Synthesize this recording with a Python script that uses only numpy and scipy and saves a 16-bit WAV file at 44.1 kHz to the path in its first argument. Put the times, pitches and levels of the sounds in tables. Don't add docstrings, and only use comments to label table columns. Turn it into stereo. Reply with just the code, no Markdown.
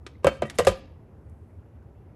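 import sys
import numpy as np
from scipy import signal
from scipy.fft import rfft, irfft, next_fast_len
from scipy.io import wavfile

SR = 44100
rng = np.random.default_rng(int(sys.argv[2]) if len(sys.argv) > 2 else 0)


def master_out(mix):
    frames = np.transpose(np.atleast_2d(mix))
    ceiling = np.clip(frames, -1, 1)
    pcm = np.round(ceiling * 32767).astype(np.int16)
    wavfile.write(sys.argv[1], SR, pcm)


def voltage_ratio(decibels):
    exponent = np.asarray(decibels, float) / 20
    return 10 ** exponent


N = 94815


def rms_one(x):
    return x / np.sqrt(np.mean(x ** 2) + 1e-20)


def at_hz(points, hz):
    table_hz, value = np.transpose(points)
    return np.interp(np.log(hz + 1), np.log(table_hz), value)


def decay(t, t60_s):
    return voltage_ratio(-60 * t / t60_s)


def swell(t, hz, rise_s, t60_s):
    return np.sin(2 * np.pi * hz * t) * (1 - np.exp(-t / rise_s)) * decay(t, t60_s)


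def placed(rows, shape):
    out = np.zeros(N + SR)
    span = np.arange(int(0.5 * SR)) / SR
    for start_s, *rest in rows:
        first = int(start_s * SR) + 1
        t = span + first / SR - start_s
        out[first:first + len(t)] += shape(t, *rest)
    return out[:N]


def coloured(spectrum):
    hz = np.fft.rfftfreq(N, 1 / SR)
    inside = (hz > spectrum[0][0]) & (hz < spectrum[-1][0])
    white = rfft(rng.standard_normal(N))
    return rms_one(irfft(white * voltage_ratio(at_hz(spectrum, hz)) * inside, N))


def drift(rate_hz):
    lowpass = signal.butter(2, 16 * rate_hz, fs=SR, output="sos")
    slow = signal.sosfilt(lowpass, rng.standard_normal(N // 16 + 3000))[2990:]
    return np.interp(np.arange(N) / 16, np.arange(len(slow)), rms_one(slow))


def treble_of(x, edge_hz):
    return signal.sosfiltfilt(signal.butter(2, edge_hz, "high", fs=SR, output="sos"), x)


CONTACT_START_S = [.0655, .232, .2445, .2462, .2452, .258, .2685, .2712, .2800, .287, .4210, .4240, .432,
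                   .451, .5856, .5891, .5933, .6040, .620, .650, .6700, .6710, .692, .718, .672, .2687,
                   .6095, .5930]
# boom_db, boom_hz, boom_length_s, crack_db
CONTACT_STRENGTHS = [(-38, 370, .008, -42.5), (-53, 330, 0.0015, -48.5), (-18.5, 1076, 0.004, -24),
                     (-8, 540, 0.009, -24), (-16, 380, 0.011, -25.5), (-26, 540, 0.0037, -27.5),
                     (-5, 542, 0.011, -14), (-20, 380, 0.007, -17), (-20, 700, 0.002, -28),
                     (-17.5, 545, 0.003, -32.5), (-15, 660, 0.004, -22.5), (-14, 545, 0.0032, -33.5),
                     (-23.5, 520, 0.0043, -31), (-32, 400, 0.0039, -34), (-21.5, 1190, 0.0034, -22.5),
                     (-8.5, 480, 0.002, -25), (-12, 480, 0.004, -21), (-11, 525, 0.0044, -23.5),
                     (-27.5, 490, 0.012, -36), (-28.5, 600, 0.019, -36), (-10.5, 732, 0.005, -16),
                     (-3, 537.5, 0.021, -24), (-23.5, 470, 0.012, -25.5), (-35, 530, 0.018, -39),
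                     (-17.5, 380, 0.036, -39.5), (-20.5, 715, 0.002, -41), (-21.5, 490, 0.012, -42),
                     (-17, 700, 0.005, -38)]


def contacts():
    return np.column_stack([CONTACT_START_S, CONTACT_STRENGTHS])


def hollow_booms():
    def boom(t, boom_db, boom_hz, length_s, crack_db):
        damping = decay(np.maximum(t - length_s, 0), t60_s=0.018)
        return voltage_ratio(boom_db) * swell(t, boom_hz, rise_s=0.00051, t60_s=0.1) * damping

    return placed(contacts(), boom)


# start_s, level_db, pitch_hz
TABLE_THUDS = [(0.249, -21, 152), (.256, -28.5, 88.4), (.275, -29.5, 215.3), (.280, -26, 66.6),
               (.430, -29, 214.3), (.435, -27.5, 140), (.600, -28.5, 98), (.625, -32, 160), (.678, -19, 96),
               (.690, -25.5, 189), (.700, -24, 55)]


def table_thuds():
    return placed(TABLE_THUDS, lambda t, db, hz: voltage_ratio(db) * swell(t, hz, rise_s=0.0029, t60_s=0.146))


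# pitch_hz, level_db, t60_s
SHELL_MODES = [(204.2, -6, 0.06), (376.4, -6, 0.069), (543.6, -21, 0.1), (747, -4.5, 0.027),
               (998.7, -5.5, 0.086), (1204.5, -1, 0.07), (1333, -9.5, 0.068), (1601.5, -6.5, 0.05),
               (1946, -16, .1), (2287, -18.5, 0.14), (2529, -19.5, 0.18), (2715, -8.5, 0.053),
               (3105, -14.5, 0.16), (3737, -22.5, 0.076)]


def shell():
    level_db, spread_db = -6.5, 3
    start_s, crack_db = contacts().T[[0, 4]]
    out = np.zeros(N)
    for hz, mode_db, t60_s in SHELL_MODES:
        chance, sign = rng.standard_normal((2, len(start_s)))
        strike = voltage_ratio(crack_db + mode_db + level_db + spread_db * chance) * np.sign(sign)
        clicks = np.full(N, 1e-18)
        clicks[(start_s * SR).astype(int)] = strike
        radius, angle = decay(1 / SR, t60_s), 2 * np.pi * hz / SR
        resonator = [1, -2 * radius * np.cos(angle), radius ** 2]
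        out += signal.lfilter([0, np.sin(angle)], resonator, clicks)
    return out


# freq_hz, density_db_per_hz
CRACK_COLOUR = [(150, -47.5), (250, -15), (545, -6), (868, -23.5), (1210, -17.5), (1420, -24.5),
                (1600, -19.5), (9000, -47.5), (11700, -74), (19800, -120)]


def cracks():
    crack_level_db, chatter_db = -6, -9.5

    def snap(t, boom_db, boom_hz, length_s, crack_db):
        return voltage_ratio(crack_db + crack_level_db) * decay(t, 0.0503) * (1 - np.exp(-t / 0.0014))

    def rattle(t, boom_db, boom_hz, length_s, crack_db):
        return voltage_ratio(crack_db + crack_level_db + chatter_db) * decay(t, 0.054)

    chatter = placed(contacts(), rattle) * voltage_ratio(6.0 * drift(130))
    return coloured(CRACK_COLOUR) * (placed(contacts(), snap) + chatter)


# start_s, level_db, t60_s, extra_treble_db
EDGE_TICKS = [(.0648, -36, 0.0344, -19.5), (.0685, -51, 0.1, -15.5), (.2445, -30.5, 0.0244, 6),
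              (.2685, -25, 0.0389, 2.5), (.4205, -39.5, 0.025, 3.5), (.4988, -31.5, 0.049, -4.5),
              (.5856, -21, 0.064, 2), (.6489, -31, 0.04, 0.5), (.6689, -20.5, 0.053, -2.5),
              (.674, -26, 0.13, -5.5), (1.296, -87, 0.039, 28), (1.825, -68, .03, -15.5)]
# freq_hz, density_db_per_hz
TICK_COLOUR = [(900, -9), (1500, 2), (2500, -0.5), (5000, -4.5), (8300, -5.5), (11000, -4.5), (14000, -6.5),
               (16500, -9)]


def ticks():
    grain = coloured(TICK_COLOUR) * voltage_ratio(2.3 * drift(400))
    treble = treble_of(grain, edge_hz=7000)
    body_env = placed(EDGE_TICKS, lambda t, db, t60_s, _: voltage_ratio(db) * decay(t, t60_s))
    treble_env = placed(EDGE_TICKS, lambda t, db, t60_s, extra_db: voltage_ratio(db + extra_db) * decay(t, t60_s))
    return (grain - treble) * body_env + treble * treble_env


# start_s, length_s, level_db, low_hz, high_hz
SCUFFS = [(0.268, 0.035, -47, 1500, 7560), (.28, .13, -60, 2000, 14500), (.525, .055, -53, 500, 3500),
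          (0.535, 0.045, -52, 7000, 15000), (.505, 0.24, -57, 2500, 7200), (0.43, 0.075, -58, 1500, 14500),
          (0.575, 0.013, -56, 3000, 6000), (1.0, .78, -80, 8500, 14500), (.228, .02, -62, 1500, 5500),
          (.262, .07, -54, 12500, 15500), (.675, .07, -51, 12500, 15500), (.585, .06, -54, 12500, 15000),
          (.72, .10, -62, 10000, 14500), (.47, .09, -54, 500, 1500)]


def slides():
    white = rng.standard_normal(N) * voltage_ratio(2 * drift(200))
    time_s = np.arange(N) / SR
    out = np.zeros(N)
    for start_s, length_s, level_db, low_hz, high_hz in SCUFFS:
        progress = np.clip((time_s - start_s) / length_s, 0, 1)
        band = signal.butter(2, [low_hz, high_hz], "band", fs=SR, output="sos")
        out += voltage_ratio(level_db) * np.sin(np.pi * progress) ** 2 * rms_one(signal.sosfilt(band, white))
    return out


# start_s, level_db, pitch_hz, t60_s
RINGS = [(.1535, -46, 2100, .012), (.283, -48, 4380, .2), (.4205, -33, 960, .06),
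         (.451, -39, 1900, .08), (.479, -42, 1950, .06), (.489, -50, 3700, .04),
         (.503, -43, 2150, .06), (.601, -31, 1915, .1), (.619, -38, 2950, .06),
         (.669, -26, 5150, .025), (.675, -53, 2220, .5), (.729, -52, 4400, .1),
         (.649, -44, 3900, .03), (1.82, -62, 1500, .05), (.671, -24, 1222, .08),
         (.672, -27, 1665, .05), (.671, -31, 1005, .05), (.671, -34, 2540, .1),
         (.269, -23, 1595, .05), (.269, -27, 1180, .06), (.269, -30, 2228, .08),
         (.270, -33, 2545, .08), (.269, -32, 1915, .1), (.272, -22, 255, .06), (.587, -32, 3680, .07),
         (.587, -35, 4230, .07), (.590, -27, 1206, .07), (.590, -28, 1044, .07),
         (.587, -33, 2580, .06), (.4988, -42, 3400, .04), (.4988, -40, 1930, .05),
         (.4205, -36, 2750, .04), (.621, -39, 1915, .12), (.4988, -44, 1250, .05)]


def rings():
    tones = placed(RINGS, lambda t, db, hz, t60_s: voltage_ratio(db) * swell(t, hz, 0.0012, t60_s))
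    return tones * voltage_ratio(1.5 * drift(30)) * (1 + drift(90) / 5)


# freq_hz, left_lead_rad
PORT_LEAD = [(100, 0.17), (700, 0.24), (1400, .8), (2800, 1), (5600, 1.45), (9000, 0.63), (13000, 2.9)]
# freq_hz, left_minus_right_db
PORT_LEVEL = [(100, 0.22), (350, 2), (700, 1.14), (3000, 0.16), (14000, 0.3)]


def ports(x, lag_s=0):
    hz = np.fft.rfftfreq(N, 1 / SR)
    phase = at_hz(PORT_LEAD, hz) + 2 * np.pi * hz * lag_s
    half = voltage_ratio(at_hz(PORT_LEVEL, hz) / 2) * np.exp(.5j * phase)
    return irfft(rfft(x) * np.array([half, 1 / half]), N)


# freq_hz, t60_s
ROOM_DECAY = [(100, 0.91), (500, 0.3), (2500, 0.47), (5000, 0.43), (12000, 0.12)]


def room(x):
    size = next_fast_len(N + SR)
    hz = np.fft.rfftfreq(size, 1 / SR)
    t60_s = at_hz(ROOM_DECAY, hz)
    sides = [0, 0]
    for k, lag_s in enumerate(rng.uniform(.011, .042, 20)):
        loop = decay(lag_s, t60_s) * np.exp(-2j * np.pi * hz * lag_s)
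        sides[k % 2] = sides[k % 2] + (-1) ** (k // 2) * loop / (1 - loop)
    tilt = voltage_ratio(-26.5 - 0.5 / (1 + (hz / 904) ** 2))
    width = 1 / (1 + (1200 / (hz + 1)) ** 2)
    pair = sides[0] + width * sides[1] * [[1], [-1]]
    return irfft(rfft(x, size) * tilt * pair, size)[:, :N]


# freq_hz, left_right_correlation
PORT_LIKENESS = [(60, 1), (240, 0.39), (950, 0.24), (3770, 0.21), (15000, 0.25)]


def floor(spectrum, patchy_db):
    hz = np.fft.rfftfreq(N, 1 / SR)
    mid, side = rfft(rng.standard_normal((2, N))) * voltage_ratio(at_hz(spectrum, hz))
    alike = np.clip(at_hz(PORT_LIKENESS, hz), 0, 1)
    pair = np.sqrt(1 + alike) * mid + np.sqrt(1 - alike) * side * [[1], [-1]]
    bottom_hz, top_hz = spectrum[0][0], spectrum[-1][0]
    edges_hz = bottom_hz * 2 ** np.arange(0, np.log2(top_hz / bottom_hz) + .5, .5)
    out = np.zeros((2, N))
    for low_hz, high_hz in zip(edges_hz, edges_hz[1:]):
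        band = irfft(pair * ((hz >= low_hz) & (hz < high_hz)), N)
        out += voltage_ratio(patchy_db * drift(18)) * band
    return rms_one(out)


# freq_hz, density_db_per_hz
RUMBLE_COLOUR = [(20, -65.5), (28, -34), (53, -13.5), (75, -2.5), (108, -4.5), (126, -12.5), (449, -22),
                 (1500, -40), (2800, -50), (3400, -58), (8800, -120)]


def rumble():
    return voltage_ratio(-46.5) * floor(RUMBLE_COLOUR, patchy_db=1.5)


# freq_hz, density_db_per_hz
HISS_COLOUR = [(2500, -35), (3500, -8), (6000, -9.5), (9000, -13.5), (11500, -5.5), (16000, -16.5)]


def hiss():
    return voltage_ratio(-81) * floor(HISS_COLOUR, patchy_db=0)


def scene():
    handset = hollow_booms() + table_thuds() + shell() + cracks() + ticks() + slides()
    ringing = rings()
    direct = ports(handset) + ports(ringing, lag_s=-.00005)
    return direct + room(handset + ringing) + rumble() + hiss()


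def top_cut(x):
    return signal.sosfilt(signal.butter(12, 16660, fs=SR, output="sos"), x)


# low_hz, high_hz, depth_db
PORT_NOTCHES = [(9287, 9899, 25), (12035, 13100, 35.5), (14700, 16000, 19)]


def record(dry):
    mirrored = np.concatenate([dry, dry[:, ::-1]], axis=1)
    hz = np.fft.rfftfreq(2 * N, 1 / SR)
    colour_db = np.zeros(len(hz))
    for low_hz, high_hz, depth_db in PORT_NOTCHES:
        offset = np.abs(2 * hz - low_hz - high_hz) / (high_hz - low_hz)
        colour_db -= depth_db / (1 + offset ** 6)
    notched = irfft(rfft(mirrored) * voltage_ratio(colour_db) * (hz < 16660), 2 * N)[:, :N]
    limit = 1.15
    return top_cut(limit * np.tanh(notched / limit))


dry = scene()
out = record(dry)
master_out(out)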